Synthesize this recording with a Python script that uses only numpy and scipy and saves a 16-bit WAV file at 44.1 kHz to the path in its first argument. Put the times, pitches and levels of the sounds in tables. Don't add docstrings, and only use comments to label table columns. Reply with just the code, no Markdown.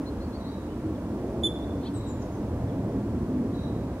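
import sys
import numpy as np
from scipy import signal
from scipy.fft import rfft, irfft
from scipy.io import wavfile

SR = 44100
rng = np.random.default_rng(int(sys.argv[2]) if len(sys.argv) > 2 else 0)


def int16_out(signal):
    q = np.round(np.clip(np.atleast_2d(signal).T, -1, 1) * 32767)
    wavfile.write(sys.argv[1], SR, q.astype(np.int16))


N = 176400

# f/Hz, relative density/dB
RUMBLE_SPECTRUM = [(22, -16), (40, -8), (55, -2.5), (72, 2.5), (88, -1), (112, 1.2), (135, -3.5), (158, -8),
                   (190, -1), (225, 0), (270, -2), (330, -5), (420, -9.5), (580, -11.5), (690, -15),
                   (800, -21), (1000, -18.5), (1200, -28.5), (1410, -28.5), (1650, -32.5), (2000, -37),
                   (2800, -43)]
HISS_SPECTRUM = [(1650, -31), (2800, -2.5), (3370, 1), (3920, -2.5), (6380, -5), (10300, -8),
                 (15500, -13.5)]
# t/s, relative level/dB
DEEP_SWELL = [(0, -46), (.15, -38), (.24, -38), (.36, -43.5), (.8, -41), (1.2, -42.5), (1.6, -41.5),
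              (2.1, -42), (2.6, -37.5), (3.2, -41.5), (3.6, -41.5), (4, -38)]
LOW_SWELL = [(0, -46.5), (.4, -45.5), (.8, -40.5), (1.3, -40.5), (2.2, -40), (2.7, -35), (3.1, -37.5),
             (3.5, -35), (4, -39)]
BODY_SWELL = [(0, -35.5), (.4, -37.5), (1.0, -35), (1.6, -35), (2.1, -36), (2.35, -35), (2.41, -31.5),
              (2.46, -36.5), (3.0, -31), (3.4, -31.5), (3.7, -33), (4, -36.5)]
RUSH_SWELL = [(0, -43), (.8, -44.5), (1.3, -38.5), (1.72, -39.5), (1.9, -44), (2.4, -41), (2.85, -38.5),
              (3.2, -43), (3.65, -41), (4, -42)]
SWELL_TOPS_HZ = [88, 150, 390, 850]
# f/Hz, side minus mid/dB
NOISE_WIDTH = [(60, -34), (130, -35.5), (290, -23), (640, -18.5), (1410, -10), (3100, 1.5), (6800, 1),
               (15000, -.5)]
# t/s, centre f/Hz, level/dB
RESONANCE_CONTOUR = [(0, 290, -40.5), (.4, 280, -43), (.82, 310, -41.5), (.86, 320, -29), (.93, 310, -42.5),
                     (1.15, 360, -47.5), (1.4, 345, -34), (1.6, 310, -35.5), (1.8, 280, -35),
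                     (2.05, 290, -41.5), (3.15, 260, -42.5), (3.42, 255, -30), (3.55, 260, -35.5),
                     (4, 240, -44)]
# t/s, level/dB
HISS_ENVELOPE = [(0, -63.5), (.6, -64.5), (1.3, -64), (4, -64.5)]
# t/s, length/s, start f/Hz, middle f/Hz, end f/Hz, level/dB, echo/dB
BIRD_CHIRPS = [(0.059, 0.039, 3950, 4190, 4070, -52.5, -14), (0.2, .055, 3850, 4350, 4740, -59.5, -5),
               (0.324, 0.055, 4060, 4410, 4600, -56, -6), (0.449, .055, 3920, 4250, 4800, -58, -6),
               (.680, .065, 2870, 2980, 3000, -65, -6), (.945, 0.026, 3870, 3450, 3050, -64, -10),
               (1.634, 0.019, 3750, 3800, 3720, -59, -14), (1.937, 0.045, 8420, 7950, 7300, -51.5, -4),
               (2.066, 0.06, 7630, 7210, 7000, -52, -4.5), (2.180, .060, 7240, 6700, 6300, -65, 3),
               (2.218, .018, 6600, 5600, 4600, -57, -6), (2.31, .050, 6900, 6400, 5900, -68, 2),
               (2.680, .035, 3880, 3400, 3050, -64, -8)]
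# t/s, length/s, level/dB
WHISTLE_NOTES = [(0.393, 0.16, -60), (1.933, .15, -59.5), (3.533, 0.153, -58)]
WHISTLE_PARTIALS_DB = [-27, 3, -13.5]
# t/s, f/Hz
ALARM_CONTOUR = [(1.434, 3470), (1.444, 3484), (1.454, 3512), (1.466, 3541), (1.474, 3420), (1.486, 3400)]
# gain/dB, left minus right/dB, echo/dB
ALARM_PARTIALS = [(1, -3.5, 2), (-18.5, 2.5, 5), (-18.5, -1.5, 7), (-35, -2.5, 0)]
# t/s, f/Hz, level/dB
MEW_CONTOUR = [(1.815, 586, -76), (1.835, 625, -61), (1.850, 747, -59), (1.860, 800, -52),
               (1.874, 900, -51), (1.881, 807, -53), (1.895, 710, -71)]
# f/Hz, gain/dB
THROAT_RESPONSE = [(1500, -28), (2400, -12), (3200, -0.5), (3800, 0), (4400, 1.5), (4800, -24), (5600, -24)]


def from_db(db):
    return 10 ** (np.asarray(db) / 20)


def unit_rms(x):
    return x / np.sqrt(np.mean(x ** 2) + 1e-20)


TIME_S = np.arange(N) / SR


def in_time(rows):
    times_s, *columns = np.transpose(rows)
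    return [np.interp(TIME_S, times_s, column) for column in columns]


def at_hz(spectrum, hz):
    points_hz, db = np.transpose(spectrum)
    return np.interp(np.log(hz), np.log(points_hz), db)


def drift(rate_hz):
    pole = np.exp(-2 * np.pi * rate_hz / SR)
    return unit_rms(signal.lfilter([1], [1, -2 * pole, pole * pole], rng.standard_normal(N + SR))[SR:])


def butter(x, order, hz, kind):
    return signal.sosfilt(signal.butter(order, hz, kind, fs=SR, output="sos"), x)


def phase_of(hz):
    return 2 * np.pi * np.cumsum(hz) / SR


def voice(hz, harmonics_db):
    phase = phase_of(hz)
    return np.sqrt(2) * sum(from_db(db) * np.sin(k * phase) for k, db in enumerate(harmonics_db, 1))


def pan(db):
    return from_db(np.array([[db], [-db]]) / 2)


def placed(x, pan_db, left_lead_s):
    left, right = np.broadcast_to(x, (2, N))
    delay = np.exp(-1j * np.pi * np.arange(N + 1) * SR / N * left_lead_s)
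    return pan(pan_db) * np.array([left, irfft(rfft(right, 2 * N) * delay)[:N]])


def scatter(x, t60_s, loss_db_per_s=0, shared=0.2, build_s=0.0036):
    t = TIME_S[:SR]
    decay = from_db(-60 * t / t60_s) * (1 - np.exp(-t / build_s))
    echoes = np.sqrt(shared) * rng.standard_normal(SR)
    echoes = echoes + np.sqrt(1 - shared) * rng.standard_normal((2, SR))
    echoes *= decay / np.linalg.norm(decay) * from_db(-loss_db_per_s * t)
    return signal.fftconvolve(x[None], echoes, axes=1)[:, :N]


def noise_bands(spectrum, edges_hz):
    white = rng.standard_normal((2, 2, N + SR // 2))
    for k, (low, high) in enumerate(zip(edges_hz, edges_hz[1:])):
        mid, side = butter(white[k % 2], 3, [low, high], "band")[:, -N:]
        hz = np.sqrt(low * high)
        stereo = mid + from_db(at_hz(NOISE_WIDTH, hz)) * side * [[1], [-1]]
        yield hz, from_db(at_hz(spectrum, hz)) * stereo


def distant_rumble(noise_db=-31, patchy_db=0.33, low_cut_hz=37):
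    curves = (DEEP_SWELL, LOW_SWELL, BODY_SWELL, RUSH_SWELL)
    swells_db = [db - db.mean() for curve in curves for db in in_time(curve)] + [0]
    noise = 0
    for hz, band in noise_bands(RUMBLE_SPECTRUM, np.geomspace(22, 2800, 29)):
        lean_right = pan(-1.1 * min(hz / 1000, 1))
        swell_db = swells_db[np.searchsorted(SWELL_TOPS_HZ, hz)]
        noise += lean_right * band * from_db(swell_db + patchy_db * drift(7.3))
    noise = from_db(noise_db) * unit_rms(butter(noise, 2, low_cut_hz, "high"))
    return placed(noise + hollow_resonance(), pan_db=-0.2, left_lead_s=-70e-6)


def hollow_resonance(width_hz=28, hum_ratio=0.8):
    hz, db = in_time(RESONANCE_CONTOUR)
    phase = phase_of(hz)
    in_phase = (np.sqrt(2) * hum_ratio + drift(width_hz)) * np.cos(phase)
    quadrature = drift(width_hz) * np.sin(phase)
    return from_db(db) * unit_rms(in_phase + quadrature)


def hiss():
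    db, = in_time(HISS_ENVELOPE)
    noise = sum(band for _, band in noise_bands(HISS_SPECTRUM, np.geomspace(2800, 17000, 9)))
    return from_db(db) * noise / noise.mean(axis=0).std()


def small_birds():
    song, echo_send = np.zeros((2, N))
    waver = 1 + 0.014 * drift(234)
    for start_s, length_s, *glide_hz, db, echo_db in BIRD_CHIRPS:
        progress = np.clip((TIME_S - start_s) / length_s, 0, 1)
        hz = np.interp(progress, [0, 0.5, 1], glide_hz)
        note = from_db(db) * np.sqrt(np.abs(np.sin(np.pi * progress))) * voice(hz * waver, [0])
        song += note
        echo_send += from_db(echo_db) * note
    return placed(song + scatter(echo_send, t60_s=0.35), pan_db=5.5, left_lead_s=85e-6)


def far_whistle(pitch_hz=1932, drop_hz=65, settle_s=0.0252, ramp_s=0.008):
    song = np.zeros(N)
    waver = 1 + 0.016 * drift(149)
    for start_s, length_s, db in WHISTLE_NOTES:
        age_s = np.clip(TIME_S - start_s, 0, length_s)
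        hz = pitch_hz + drop_hz * np.exp(-age_s / settle_s)
        gate = np.minimum(np.minimum(age_s, length_s - age_s) / ramp_s, 1)
        song += from_db(db) * gate * voice(hz * waver, WHISTLE_PARTIALS_DB)
    early = from_db(-2.5) * scatter(song, t60_s=0.019, shared=0.66)
    late = from_db(-3) * scatter(song, t60_s=1.0, shared=0.33)
    return placed(early + late, pan_db=1, left_lead_s=143e-6)


def squirrel(start_s=1.4338, end_s=1.47, attack_s=0.0026, release_s=0.0084,
             swell_db=3.5, swell_s=0.0037, loss_db_per_s_khz=9):
    hz, = in_time(ALARM_CONTOUR)
    age_s = np.maximum(TIME_S - start_s, 0)
    gate = np.minimum(age_s / attack_s, 1) * np.exp(-np.maximum(TIME_S - end_s, 0) / release_s)
    level_db = -27 - swell_db * np.exp(-age_s / swell_s)
    envelope = gate * from_db(level_db) * (1 + 0.018 * drift(400))
    phase = phase_of(hz * (1 + 0.00087 * drift(300)))
    air = butter(rng.standard_normal((2, N)), 2, [2500, 11000], "band")
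    call = from_db(-41) * envelope * unit_rms(air)
    for k, (db, pan_db, echo_db) in enumerate(ALARM_PARTIALS, 1):
        tone = np.sqrt(2) * from_db(db) * envelope * np.sin(k * phase)
        loss = loss_db_per_s_khz * (k - 1) * hz.mean() / 1000
        brush = from_db(echo_db - 16) * scatter(tone, t60_s=0.19, loss_db_per_s=loss, build_s=0.0087)
        slope = from_db(echo_db - 20) * scatter(tone, t60_s=0.84, loss_db_per_s=loss, build_s=0.03)
        call += pan(pan_db) * (tone + brush + slope)
    return call


def mewing_bird(roughness=0.017, echo_db=-8):
    hz, db = in_time(MEW_CONTOUR)
    harmonics_db = [at_hz(THROAT_RESPONSE, k * hz) for k in range(1, 9)]
    gate = (TIME_S > MEW_CONTOUR[0][0]) & (TIME_S < MEW_CONTOUR[-1][0])
    call = from_db(db) * gate * voice(hz * (1 + roughness * drift(600)), harmonics_db)
    echo = from_db(echo_db) * scatter(call, t60_s=0.098, shared=0.21)
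    return placed(call + echo, pan_db=1, left_lead_s=45e-6)


def scene():
    return squirrel() + small_birds() + mewing_bird() + far_whistle() + distant_rumble() + hiss()


def record(dry):
    return signal.sosfilt(signal.ellip(12, 0.1, 90, 15700, fs=SR, output="sos"), dry)


dry = scene()
out = record(dry)
int16_out(out)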